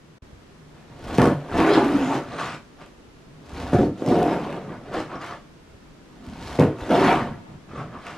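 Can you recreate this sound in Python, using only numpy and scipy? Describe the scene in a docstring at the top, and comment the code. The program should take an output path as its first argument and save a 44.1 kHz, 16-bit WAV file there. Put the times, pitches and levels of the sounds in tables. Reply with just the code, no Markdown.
"""Scratching, crunching and rasping: a serrated knife cuts three slices off a crusty loaf on a board.
For each slice the teeth scratch the crust, judder through it on the push and rasp back on the pull,
then the slice is slid aside. Each tooth jolts the loaf and the wooden board and sets off tiny cracks.
A small stereo microphone stands close by; the kitchen rings briefly over a faint hum."""
import sys
import numpy as np
from scipy import signal
from scipy.fft import rfft, irfft, next_fast_len
from scipy.io import wavfile
from scipy.ndimage import uniform_filter1d

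SR = 44100
rng = np.random.default_rng(int(sys.argv[2]) if len(sys.argv) > 2 else 0)


def transcribe(signal):
    """Save signal, clipped to [-1, 1], as a 16-bit WAV file at the path in sys.argv[1]."""
    frames = np.atleast_2d(signal).T
    limited = np.clip(frames, -1, 1)
    pcm = np.round(limited * 32767).astype(np.int16)
    wavfile.write(sys.argv[1], SR, pcm)


N = 360297
TIME = np.arange(N) / SR
SIZE = 16384  # samples in an impulse response: the ringing that follows one click
FREQ = np.arange(SIZE // 2 + 1) * SR / SIZE

# The tone of the loaf under a push. Each row: frequency in Hz, level in dB.
PUSH_COLOUR = [(25, -42), (70, -7.5), (130, -1.5), (240, -3), (350, -6), (500, -8), (750, -16), (1000, -19),
               (1600, -24), (2200, -32), (4000, -41), (9000, -52.5), (13000, -59), (15500, -79)]


def undb(db):
    """Turn decibels into a gain to multiply by."""
    return 10 ** (np.asarray(db) / 20)


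def unit(x):
    """Scale a signal to an average power of 1."""
    return x / np.sqrt(np.mean(x ** 2))


def colour(points, hz=FREQ):
    """Read the gain at each frequency off a curve of (Hz, dB) points."""
    f, db = np.transpose(points)
    return undb(np.interp(np.log(hz + 1), np.log(f), db))


def swell(s, rise_s, fall_s):
    """The samples that a short swell covers, and its gain on them."""
    span = np.flatnonzero((TIME > s - rise_s) & (TIME < s + fall_s))
    return span, np.interp(TIME[span], [s - rise_s, s, s + fall_s], [0, 1, 0]) ** 2


def response(gain):
    """The ringing after one click, with this gain per frequency and an energy of 1."""
    cepstrum = irfft(np.log(gain / gain.max() + 1e-6))
    cepstrum[1:SIZE // 2] *= 2  # this fold brings the energy as early as it can come
    cepstrum[SIZE // 2 + 1:] = 0
    ringing = irfft(np.exp(rfft(cepstrum)))
    return ringing / np.linalg.norm(ringing)


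def ring(x, ringing):
    """Play x through an impulse response."""
    return signal.oaconvolve(x, ringing)[:N]


def walk(rate):
    """A smooth random wobble of size about 1 that changes about rate times a second."""
    size = next_fast_len(N, real=True)
    hz = np.arange(size // 2 + 1) * SR / size
    return unit(irfft(rfft(rng.standard_normal(size)) * np.exp(-(hz / rate) ** 2), size)[:N])


def even(x, seconds):
    """The hand keeps up its pressure: hold the short-term power near 1."""
    power = np.abs(uniform_filter1d(x ** 2, int(seconds * SR) + 1))
    return x / np.sqrt(power + np.mean(x ** 2) / 20)


def room_tone():
    """The background: a low rumble, hiss, a wavering appliance hum and a faint electrical whine."""
    # The tone of the room's noise. Each row: frequency in Hz, level in dB.
    air_colour = [(15, -3), (40, 4.5), (120, 0), (230, 2.5), (400, -1.5), (700, -10.5), (1200, -12),
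                  (5900, -25.5), (10000, -34), (12500, -39), (15000, -68)]
    # The notes of the hum. Each row: pitch in Hz, level in dB.
    hum_notes = [(150.7, -60), (328.4, -69.5), (662.1, -71.5)]
    # The background dips briefly. Each row: time in seconds, level in dB.
    dip = [(0, -2), (0.182, -2), (0.19, -40), (0.217, -40), (0.222, 0)]
    hz = np.arange(N // 2 + 1) * SR / N
    mid, side = rfft(rng.standard_normal((2, N))) * colour(air_colour, hz)
    side = side * (hz + 26.4) / (hz + 264)  # left and right share the rumble but not the hiss
    air = irfft(np.array([mid + side, mid - side]), N) / np.std(irfft(mid, N))
    hum = sum(undb(db + 7 * walk(3.5)) * np.sin(2 * np.pi * f * TIME + walk(18)) for f, db in hum_notes)
    whine = undb(-88) * np.sin(2 * np.pi * 13001 * TIME)
    return (air * undb(-50) + hum + whine) * undb(np.interp(TIME, *np.transpose(dip)))


def kitchen(x, low_ring_s=.17, high_ring_s=.26, low_db=-.5, high_db=-1.5, mic_gap_m=.026):
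    """The direct sound and a short wash of echoes reach both sides of the microphone."""
    t = np.arange(SIZE) / SR
    echoes = rng.standard_normal((2, SIZE)) * np.clip((t - .002) / .0066, 0, 1)
    lows, highs = (rfft(unit(echoes * undb(-60 * t / ring_s))) / np.sqrt(SIZE)
                   for ring_s in (low_ring_s, high_ring_s))
    treble = FREQ ** 2 / (FREQ ** 2 + 1500 ** 2)
    tail_mid, tail_side = lows * (1 - treble) * undb(low_db) + highs * treble * undb(high_db)
    alike = np.sinc(2 * FREQ * mic_gap_m / 343)  # long waves are the same on both sides
    angle = np.pi * FREQ / SR  # the knife is nearer the left side, by one sample
    mid = np.cos(angle) + tail_mid * np.sqrt((1 + alike) / 2)
    side = 1j * np.sin(angle) + tail_side * np.sqrt((1 - alike) / 2)
    # even out the bass, so the walls lengthen the low notes and leave their tone to the board
    power = uniform_filter1d(np.abs(mid) ** 2 + np.abs(side) ** 2, size=9)
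    x = ring(x, response(power ** ((treble - 1) / 2)))
    flight = np.exp(-2j * np.pi * FREQ / SR * 8)  # 8 samples through the air
    return np.array([ring(x, irfft(channel * flight)) for channel in (mid + side, mid - side)])


def moving_echoes(x, stay_s=.09, blend_s=.02, places=4):
    """The point of cutting travels along the blade, so the kitchen's echoes keep changing."""
    place = rng.integers(0, places, 1000)[(TIME / stay_s).astype(int)]
    return sum(kitchen(x * uniform_filter1d(1. * (place == k), int(blend_s * SR) + 1))
               for k in range(places))


def board():
    """Board and table ring at their own notes: their gain per frequency."""
    # Each row: pitch in Hz, width in Hz, strength in dB.
    resonances = [(138, 20, -1), (168, 40, -7.5), (263, 20, -2), (324, 24, -3), (394, 26, -2),
                  (487, 26, -3), (570, 45, -4.5), (703, 26, 1), (760, 20, -4), (912, 30, -2),
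                  (1114, 28, -7), (1180, 24, -4), (1300, 30, -8), (1470, 22, -2), (1695, 26, -5),
                  (1750, 22, -8), (1940, 18, -7)]
    peaks = sum(undb(2 * db) * 4 / (1 + (2 * (FREQ - hz) / width) ** 2) for hz, width, db in resonances)
    return np.sqrt(1 + peaks)


def teeth(per_second, scatter_db):
    """Teeth catch at uneven intervals, each with its own force and direction."""
    gap, direction = rng.random((8000, 2)).T
    s = np.cumsum(2 * gap) / per_second
    force = undb(scatter_db * rng.standard_normal(len(s))) * np.sign(direction - .5)
    inside = s < N / SR
    return np.bincount((s[inside] * SR).astype(int), force[inside], N)[:N]


def hits(events, gain, crumble_s=0):
    """Single blows, each peaking at its own level; a crumbling one trails smaller breaks."""
    s, db = np.transpose(events)
    ringing = response(gain)
    t = np.arange(SIZE // 8) / SR
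    out = np.zeros(N + 2 * SIZE)
    for start, peak in zip((s * SR).astype(int), undb(db)):
        contact = np.zeros(len(t))
        if crumble_s:
            contact = rng.standard_normal(len(t)) * np.exp(-t / crumble_s)
        contact[0] = 1 + np.linalg.norm(contact)  # the first break is as strong as all that follow
        blow = signal.fftconvolve(ringing, contact)
        out[start:start + len(blow)] += peak * blow / np.abs(blow).max()
    return out[:N]


def resonance(swells, tooth_rate, width_hz, octaves_per_s=0):
    """Uneven catches keep one rough note ringing through each swell; its pitch may glide."""
    damping = signal.butter(2, width_hz / 2, fs=SR, output="sos")
    out = np.zeros(N)
    for s, rise_s, fall_s, hz, db in swells:
        span, gain = swell(s, rise_s, fall_s)
        pitch = hz * 2 ** (octaves_per_s * (TIME[span] - s))
        turn = np.exp(2j * np.pi * np.cumsum(pitch) / SR)
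        catches = teeth(tooth_rate, .5)[span]
        tone = np.real(turn * signal.sosfilt(damping, catches / turn))  # keep a band around the pitch
        out[span] += even(tone, .045) * gain * undb(db)
    return out


def bumps():
    """The loaf rocks under the holding hand and bumps the table."""
    # Each row: start in seconds, level in dB.
    thuds = [(0.224, -34), (0.33, -33), (1.59, -21), (3.53, -28), (5.745, -38), (6.279, -27), (6.82, -23.5)]
    # Their dull tone. Each row: frequency in Hz, level in dB.
    tone = [(20, -18), (40, -3), (70, 1), (110, -5), (250, -16), (1000, -66), (8000, -82)]
    return hits(thuds, colour(tone))


def rubbing_notes():
    """Rubbing makes the loaf, the blade and the board ring."""
    # Each row in these tables: peak time, rise and fall in seconds, pitch at the peak in Hz, level in dB.
    hollow = [(1.765, 0.3, 0.49, 372, -20.5), (3.80, 0.09, 0.2, 324, -16), (4.19, 0.15, 0.3, 362, -22.5),
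              (6.60, 0.015, 0.11, 505, -21), (6.98, 0.1, 0.53, 356, -20)]  # the half-cut loaf sounds hollow, lower as the blade sinks
    squeaks = [(2.03, .15, 0.11, 2700, -44), (2.08, 0.23, .16, 6750, -51.5),
               (6.95, 0.071, 0.043, 3170, -35.5), (7.06, 0.22, 0.092, 4100, -41.5),
               (7.11, 0.14, 0.091, 2120, -30)]  # the side of the blade sings against the crust
    scrapes = [(4.97, 0.059, 0.045, 664, -27), (4.985, 0.14, 0.044, 340, -28.5),
               (5.145, 0.11, 0.074, 1110, -35), (5.31, 0.08, 0.045, 1160, -38.5),
               (5.35, .06, 0.043, 646, -40), (7.81, 0.12, 0.049, 1160, -35),
               (7.965, 0.056, 0.028, 1120, -36.5)]  # a slice scrapes and catches on the wood
    drags = [(1.01, 0.25, 0.14, 85, -46), (1.545, .08, 0.11, 91, -29.5), (4.71, 0.31, 0.19, 170, -37.5),
             (6.29, 0.25, 0.38, 234, -38), (6.42, .2, .16, 82, -42), (7.22, 0.13, 0.29, 162, -32),
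             (7.54, 0.14, 0.061, 145, -38), (7.8, 0.19, 0.27, 143, -34.5)]  # the loaf or a tipping slice drags with a low rumble
    board_notes = [(3.77, 0.078, 0.12, 703, -24), (4.22, 0.24, 0.14, 711, -23.5),
                   (6.945, 0.058, 0.093, 650, -21)]  # the blade presses down and one note of the board stands out
    return (resonance(hollow, tooth_rate=380, width_hz=125, octaves_per_s=-2.8)
            + resonance(squeaks, tooth_rate=900, width_hz=760, octaves_per_s=.3)
            + resonance(scrapes, tooth_rate=500, width_hz=370)
            + resonance(drags, tooth_rate=500, width_hz=94)
            + resonance(board_notes, tooth_rate=440, width_hz=55))


def chatter(wander=.028, flutter_db=2.2):
    """The blade chatters in the tight cut: a friction tone whose pitch and strength waver."""
    # Each row: peak time, rise and fall in seconds, pitch in Hz, level in dB.
    bursts = [(1.635, .13, 0.13, 322, -19), (1.715, .05, 0.092, 408, -20), (1.783, .05, 0.05, 321, -15),
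              (1.905, 0.12, 0.035, 282.3, -20.5), (1.958, 0.034, 0.03, 270, -11.5),
              (2.025, 0.033, 0.07, 266.5, -17), (2.11, .06, .05, 272, -24.5)]
    waver, flutter = 1 + wander * walk(80), undb(flutter_db * walk(60))
    out = np.zeros(N)
    for s, rise_s, fall_s, hz, db in bursts:
        span, gain = swell(s, rise_s, fall_s)
        tone = np.sin(2 * np.pi * np.cumsum(hz * waver[span]) / SR) * flutter[span]
        out[span] += unit(tone) * gain * undb(db)
    return out


def squeal(roughness=.035, rough_rate=600, flutter_db=3):
    """The blade sticks and slips on the crust: a tone that rises with speed and drops as it lets go."""
    # Each row: time in seconds, slips per second, level in dB.
    course = [(1.685, 790, -44), (1.715, 820, -36), (1.745, 835, -32), (1.757, 700, -33), (1.78, 660, -42)]
    # Each row: multiple of the slip rate, level in dB.
    overtones = [(3, -2), (4, 0), (5, -1), (6, -4.5), (12, -21)]
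    s, hz, db = np.transpose(course)
    span = np.flatnonzero((TIME > s[0]) & (TIME < s[-1]))
    pitch = np.interp(TIME[span], s, hz) * (1 + roughness * walk(rough_rate)[span])
    phase = 2 * np.pi * np.cumsum(pitch) / SR
    tone = unit(sum(undb(part_db) * np.sin(k * phase) for k, part_db in overtones))
    out = np.zeros(N)
    out[span] = tone * undb(np.interp(TIME[span], s, db) + flutter_db * walk(rough_rate)[span])
    return out


def breaking_crust():
    """The biggest flakes snap off, and whole patches of crust cave in with a crunch."""
    # Each row: start in seconds, level in dB.
    snaps = [(0.9931, -41), (1.042, -35), (1.0809, -39), (1.1508, -24.5), (1.1775, -21), (1.183, -19.5),
             (1.2181, -17), (1.2427, -22), (1.257, -24), (1.273, -25), (1.5823, -28), (1.8467, -26),
             (2.0472, -33), (2.3855, -39), (2.4588, -28), (2.8614, -41), (3.4949, -40), (3.5368, -37),
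             (3.6192, -39), (3.7344, -28), (3.7444, -32), (4.0626, -27), (4.0871, -27), (4.2298, -23.5),
             (4.9377, -37), (5.002, -30), (5.2245, -39), (5.2634, -35), (6.2656, -38), (6.2996, -38),
             (6.4168, -41), (6.4492, -38), (6.4811, -30), (6.5749, -34), (6.5966, -20), (8.066, -43)]
    crunches = [(1.184, -16), (1.218, -17), (1.603, -14), (3.743, -26), (4.527, -28), (6.589, -21),
                (6.606, -18), (6.624, -22), (8.068, -24)]
    # Their tones. Each row: frequency in Hz, level in dB.
    snap_tone = [(300, -35), (1200, 1), (2800, 10.5), (5000, 5), (10000, 0), (15000, -13)]
    crunch_tone = [(400, -15), (1100, -5), (1700, 1), (2500, 0.5), (3500, -17), (6000, -22), (10000, -25),
                   (15000, -51)]
    return (hits(snaps, colour(snap_tone), crumble_s=.0019)
            + hits(crunches, colour(crunch_tone), crumble_s=.0049))


def jolts():
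    """The blade lurches and the soft loaf cushions it; harder pressing gives a deeper knock."""
    # Each row: start in seconds, level in dB, low and top edge of the knock in Hz.
    knocks = [(1.184, -2.5, 49.3, 1300), (1.218, -6, 70, 2000), (1.272, -6.5, 50, 1190),
              (1.322, -15, 149, 1387), (1.586, -8, 250, 2000), (1.645, -12, 220, 1400),
              (1.705, -9.5, 302, 1400), (1.773, -2, 303, 1300), (3.731, -7, 120, 1010),
              (3.746, -2, 40.2, 650), (3.879, -22, 180, 600), (4.021, -16, 260, 900),
              (4.077, -11, 99, 1100), (4.122, -9.5, 260, 1100), (4.153, -8.5, 260, 900),
              (4.678, -35, 300, 1400), (4.715, -26, 160, 900), (4.965, -16, 300, 1500),
              (5.003, -16, 250, 1400), (5.324, -27, 600, 2000), (6.59, -5.5, 45, 1000),
              (6.608, -3.5, 59.6, 1090), (6.628, -10, 60.3, 1010), (6.903, -7.5, 200, 1200),
              (6.933, -10, 222, 1200), (7.734, -27.5, 200, 1400)]
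    tone = colour(PUSH_COLOUR) * board()
    out = np.zeros(N)
    for s, db, low_hz, top_hz in knocks:
        band = FREQ ** 3 / (FREQ ** 3 + low_hz ** 3) / (1 + (FREQ / top_hz) ** 4)
        out += hits([(s, db)], tone * band, crumble_s=.0066)
    return out


def flakes(top_hz, per_second, ring_s, cluster_rate, scatter_db=2.2, cluster_db=2):
    """Flakes of crust break off in clusters; each rings for a moment at its own pitch."""
    when, pitch, length, phase, force = rng.random((int(per_second * N / SR), 5)).T
    start = (when * N).astype(int)
    t = np.arange(SIZE // 32) / SR
    size = undb(-scatter_db * np.log(1 - force) + cluster_db * walk(cluster_rate)[start])
    decay = np.exp(-t / (ring_s * (.5 + length[:, None])))
    pings = size[:, None] * decay * np.sin(2 * np.pi * (top_hz * pitch[:, None] * t + phase[:, None]))
    samples = start[:, None] + np.arange(len(t))
    sound = np.bincount(samples.ravel(), pings.ravel(), N)[:N]
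    return even(sound, .02) * np.sqrt(2 * top_hz / SR)


def fractures(catches, burst_s, per_second, scatter_db, rub):
    """Tiny cracks, strongest just after each catch; rub adds a steady share between catches."""
    burst = unit(signal.lfilter([1], [1, -np.exp(-1 / (burst_s * SR))], np.abs(catches)))
    cracks = (rng.random(N) < per_second / SR) * rng.standard_normal(N)
    size = undb(scatter_db * np.minimum(rng.exponential(size=N), 5))
    return cracks * size * (rub + burst)


def envelope(s, attack_s, hold_s, release_s, lean_db_per_s, fade):
    """A stroke gains 20 dB over its attack, leans while held, and loses fade * 20 dB per release."""
    db = lean_db_per_s * np.clip(TIME - s, 0, hold_s)
    db -= 20 * (np.maximum(s - TIME, 0) / attack_s + fade * np.maximum(TIME - s - hold_s, 0) / release_s)
    return np.where(db > -60, undb(db), 0)


def strokes(rows, tone, flaking, chipping, flake_share, chip_share, tooth_rate, tooth_db,
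            rub, patchy_db, crack_rate, crack_db, lean_db_per_s):
    """Teeth shake the board (body), crumb tears and flakes ring (rasp), and the crust cracks (crackle)."""
    catches = teeth(tooth_rate, tooth_db)
    tearing = unit(fractures(catches, burst_s=.0028, per_second=12000, scatter_db=1.3, rub=rub))
    patches = unit(undb(patchy_db * walk(45)))  # the crust is harder in some places
    body = even(unit(catches) + .81 * tearing, .015)
    crumb = even(.5 * unit(catches) + tearing, .018)
    rasp = (np.sqrt(1 - flake_share) * crumb + np.sqrt(flake_share) * flaking) * patches
    cracks = even(fractures(catches, .0085, crack_rate, crack_db, rub), .046)
    crackle = (np.sqrt(1 - chip_share) * cracks + np.sqrt(chip_share) * chipping) * patches
    # bands, fades and leans each list body, rasp and crackle in that order
    low, high = (1 / (1 + (FREQ / edge_hz) ** 8) for edge_hz in (700, 3000))
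    bands = (low, np.abs(high - low), 1 - high)
    fades = (.98, 1.11, 1.08)  # the rasp and crackle die away a little sooner than the low body
    shape = colour(tone) * board()
    out = np.zeros(N)
    for k, layer in enumerate((body, rasp, crackle)):
        power = sum((undb(db[k]) * envelope(s, attack, hold, release, lean_db_per_s[k], fades[k])) ** 2
                    for s, attack, hold, release, *db in rows)
        out += ring(layer * np.sqrt(power), response(shape * np.sqrt(bands[k])))
    return out


def sawing():
    """The knife works through the loaf with four kinds of stroke."""
    # Each row: time of full force, attack, hold and release in seconds, then body, rasp, crackle in dB.
    scratches = [(0.75, 0.022, 0.046, 0.11, -68, -57, -67.5), (1.125, 0.19, 0.042, 0.026, -28, -37, -46.5),
                 (3.475, 0.042, 0.017, 0.048, -64, -55, -57.5), (3.60, 0.18, 0.14, .03, -32.5, -40, -50),
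                 (6.50, 0.29, 0.06, 0.031, -35, -38, -46)]  # the teeth scratch harder and harder until they bite
    pushes = [(1.186, 0.0067, 0.1, 0.09, -14, -19.5, -43.5), (3.733, 0.0064, 0.11, 0.078, -19, -29, -46.5),
              (6.591, 0.0094, 0.041, .11, -14.5, -25.5, -48)]  # the blade breaks through at once, then slows to a stop
    pulls = [(1.578, 0.098, .2, 0.16, -20.5, -23.5, -39.5), (1.73, 0.08, 0.1, 0.11, -36, -32, -44.5),
             (1.92, 0.63, 0.2, 0.14, -27, -32, -44.5), (2.15, 0.15, 0.0049, 0.075, -23.5, -28.5, -41.5),
             (3.99, 0.078, 0.053, 0.044, -58, -48, -54), (4.09, 0.09, 0.23, 0.43, -17, -33, -43),
             (4.48, 0.19, 0.087, 0.085, -39, -40.5, -57), (4.715, 0.083, 0.014, 0.057, -38, -40, -60),
             (6.80, 0.043, 0.084, .05, -37.5, -41.5, -49.5), (6.91, 0.036, 0.1, 0.097, -17.5, -26.5, -39.5),
             (7.05, 0.19, 0.059, 0.19, -21, -20, -37.5), (7.49, 0.032, 0.047, 0.067, -51, -54, -70)]  # it is drawn back through the slice, and lightly to finish the bottom crust
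    slides = [(2.335, 0.15, 0.026, 0.12, -33, -38, -50), (2.39, 0.03, 0.16, 0.034, -38, -29.5, -41.5),
              (2.815, 0.055, 0.0072, 0.068, -43, -45, -57), (4.87, 0.086, 0.083, .05, -37.5, -48, -63),
              (4.938, 0.029, 0.061, 0.098, -32.5, -31.5, -44.5),
              (5.13, 0.086, 0.023, 0.084, -33.5, -39.5, -56), (5.215, 0.024, 0.12, 0.081, -41, -36, -47.5),
              (7.693, .01, 0.054, .05, -49, -52, -69), (7.78, 0.13, 0.043, 0.068, -35.5, -41.5, -56),
              (7.94, 0.13, 0.034, 0.058, -40.5, -44.5, -67), (8.07, 0.12, 0.1, .1, -43, -39, -51)]  # it shoves the freed slice over the board, or brushes the loaf
    # The tone of each kind. Each row: frequency in Hz, level in dB.
    scratch_tone = [(25, -11), (72, 8), (130, -4.5), (270, 2), (380, -5), (1000, -8.5), (1800, -15),
                    (4200, -23.5), (10000, -37), (15500, -49)]
    pull_tone = [(25, -58), (60, -12), (100, -14), (180, -2), (340, -3), (720, -8), (1000, -9),
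                 (1500, -14.5), (2700, -22.5), (5000, -33.5), (11000, -45), (15500, -57)]
    slide_tone = [(25, -31), (80, -1.5), (160, 2), (270, 0.5), (400, -2.5), (650, -3), (900, -7),
                  (1200, -1), (1800, -8.5), (5000, -21), (9500, -33), (14000, -49)]
    flaking = flakes(top_hz=5000, per_second=1200, ring_s=.003, cluster_rate=45)
    chipping = flakes(top_hz=13500, per_second=1300, ring_s=.002, cluster_rate=90)
    out = strokes(scratches, scratch_tone, flaking, chipping, flake_share=.35, chip_share=.15,
                  tooth_rate=270, tooth_db=2, rub=.4, patchy_db=1.7,
                  crack_rate=2400, crack_db=2.4, lean_db_per_s=(-5, 8, -5))
    out += strokes(pushes, PUSH_COLOUR, flaking, chipping, flake_share=.45, chip_share=.2,
                   tooth_rate=260, tooth_db=1.5, rub=.5, patchy_db=.5,
                   crack_rate=3300, crack_db=1.5, lean_db_per_s=(-25, -65, -30))
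    out += strokes(pulls, pull_tone, flaking, chipping, flake_share=.6, chip_share=.55,
                   tooth_rate=310, tooth_db=2.3, rub=.55, patchy_db=1,
                   crack_rate=5000, crack_db=2.3, lean_db_per_s=(-29.5, 9, -20))
    out += strokes(slides, slide_tone, flaking, chipping, flake_share=.4, chip_share=.55,
                   tooth_rate=520, tooth_db=1.6, rub=1, patchy_db=.6,
                   crack_rate=7000, crack_db=1.8, lean_db_per_s=(2, -49, -49))
    return out


def scene():
    """All the sounds of cutting ring in the kitchen, over its quiet background."""
    cutting = sawing() + jolts() + breaking_crust() + bumps() + chatter() + squeal() + rubbing_notes()
    return moving_echoes(cutting) + room_tone()


def record(dry):
    """The recorder clips peaks just under full scale and cuts the treble above 15100 Hz."""
    treble_cut = signal.ellip(8, .2, 80, 15100, fs=SR, output="sos")
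    return signal.sosfilt(treble_cut, np.clip(dry, -.95, .95))


dry = scene()
out = record(dry)
transcribe(out)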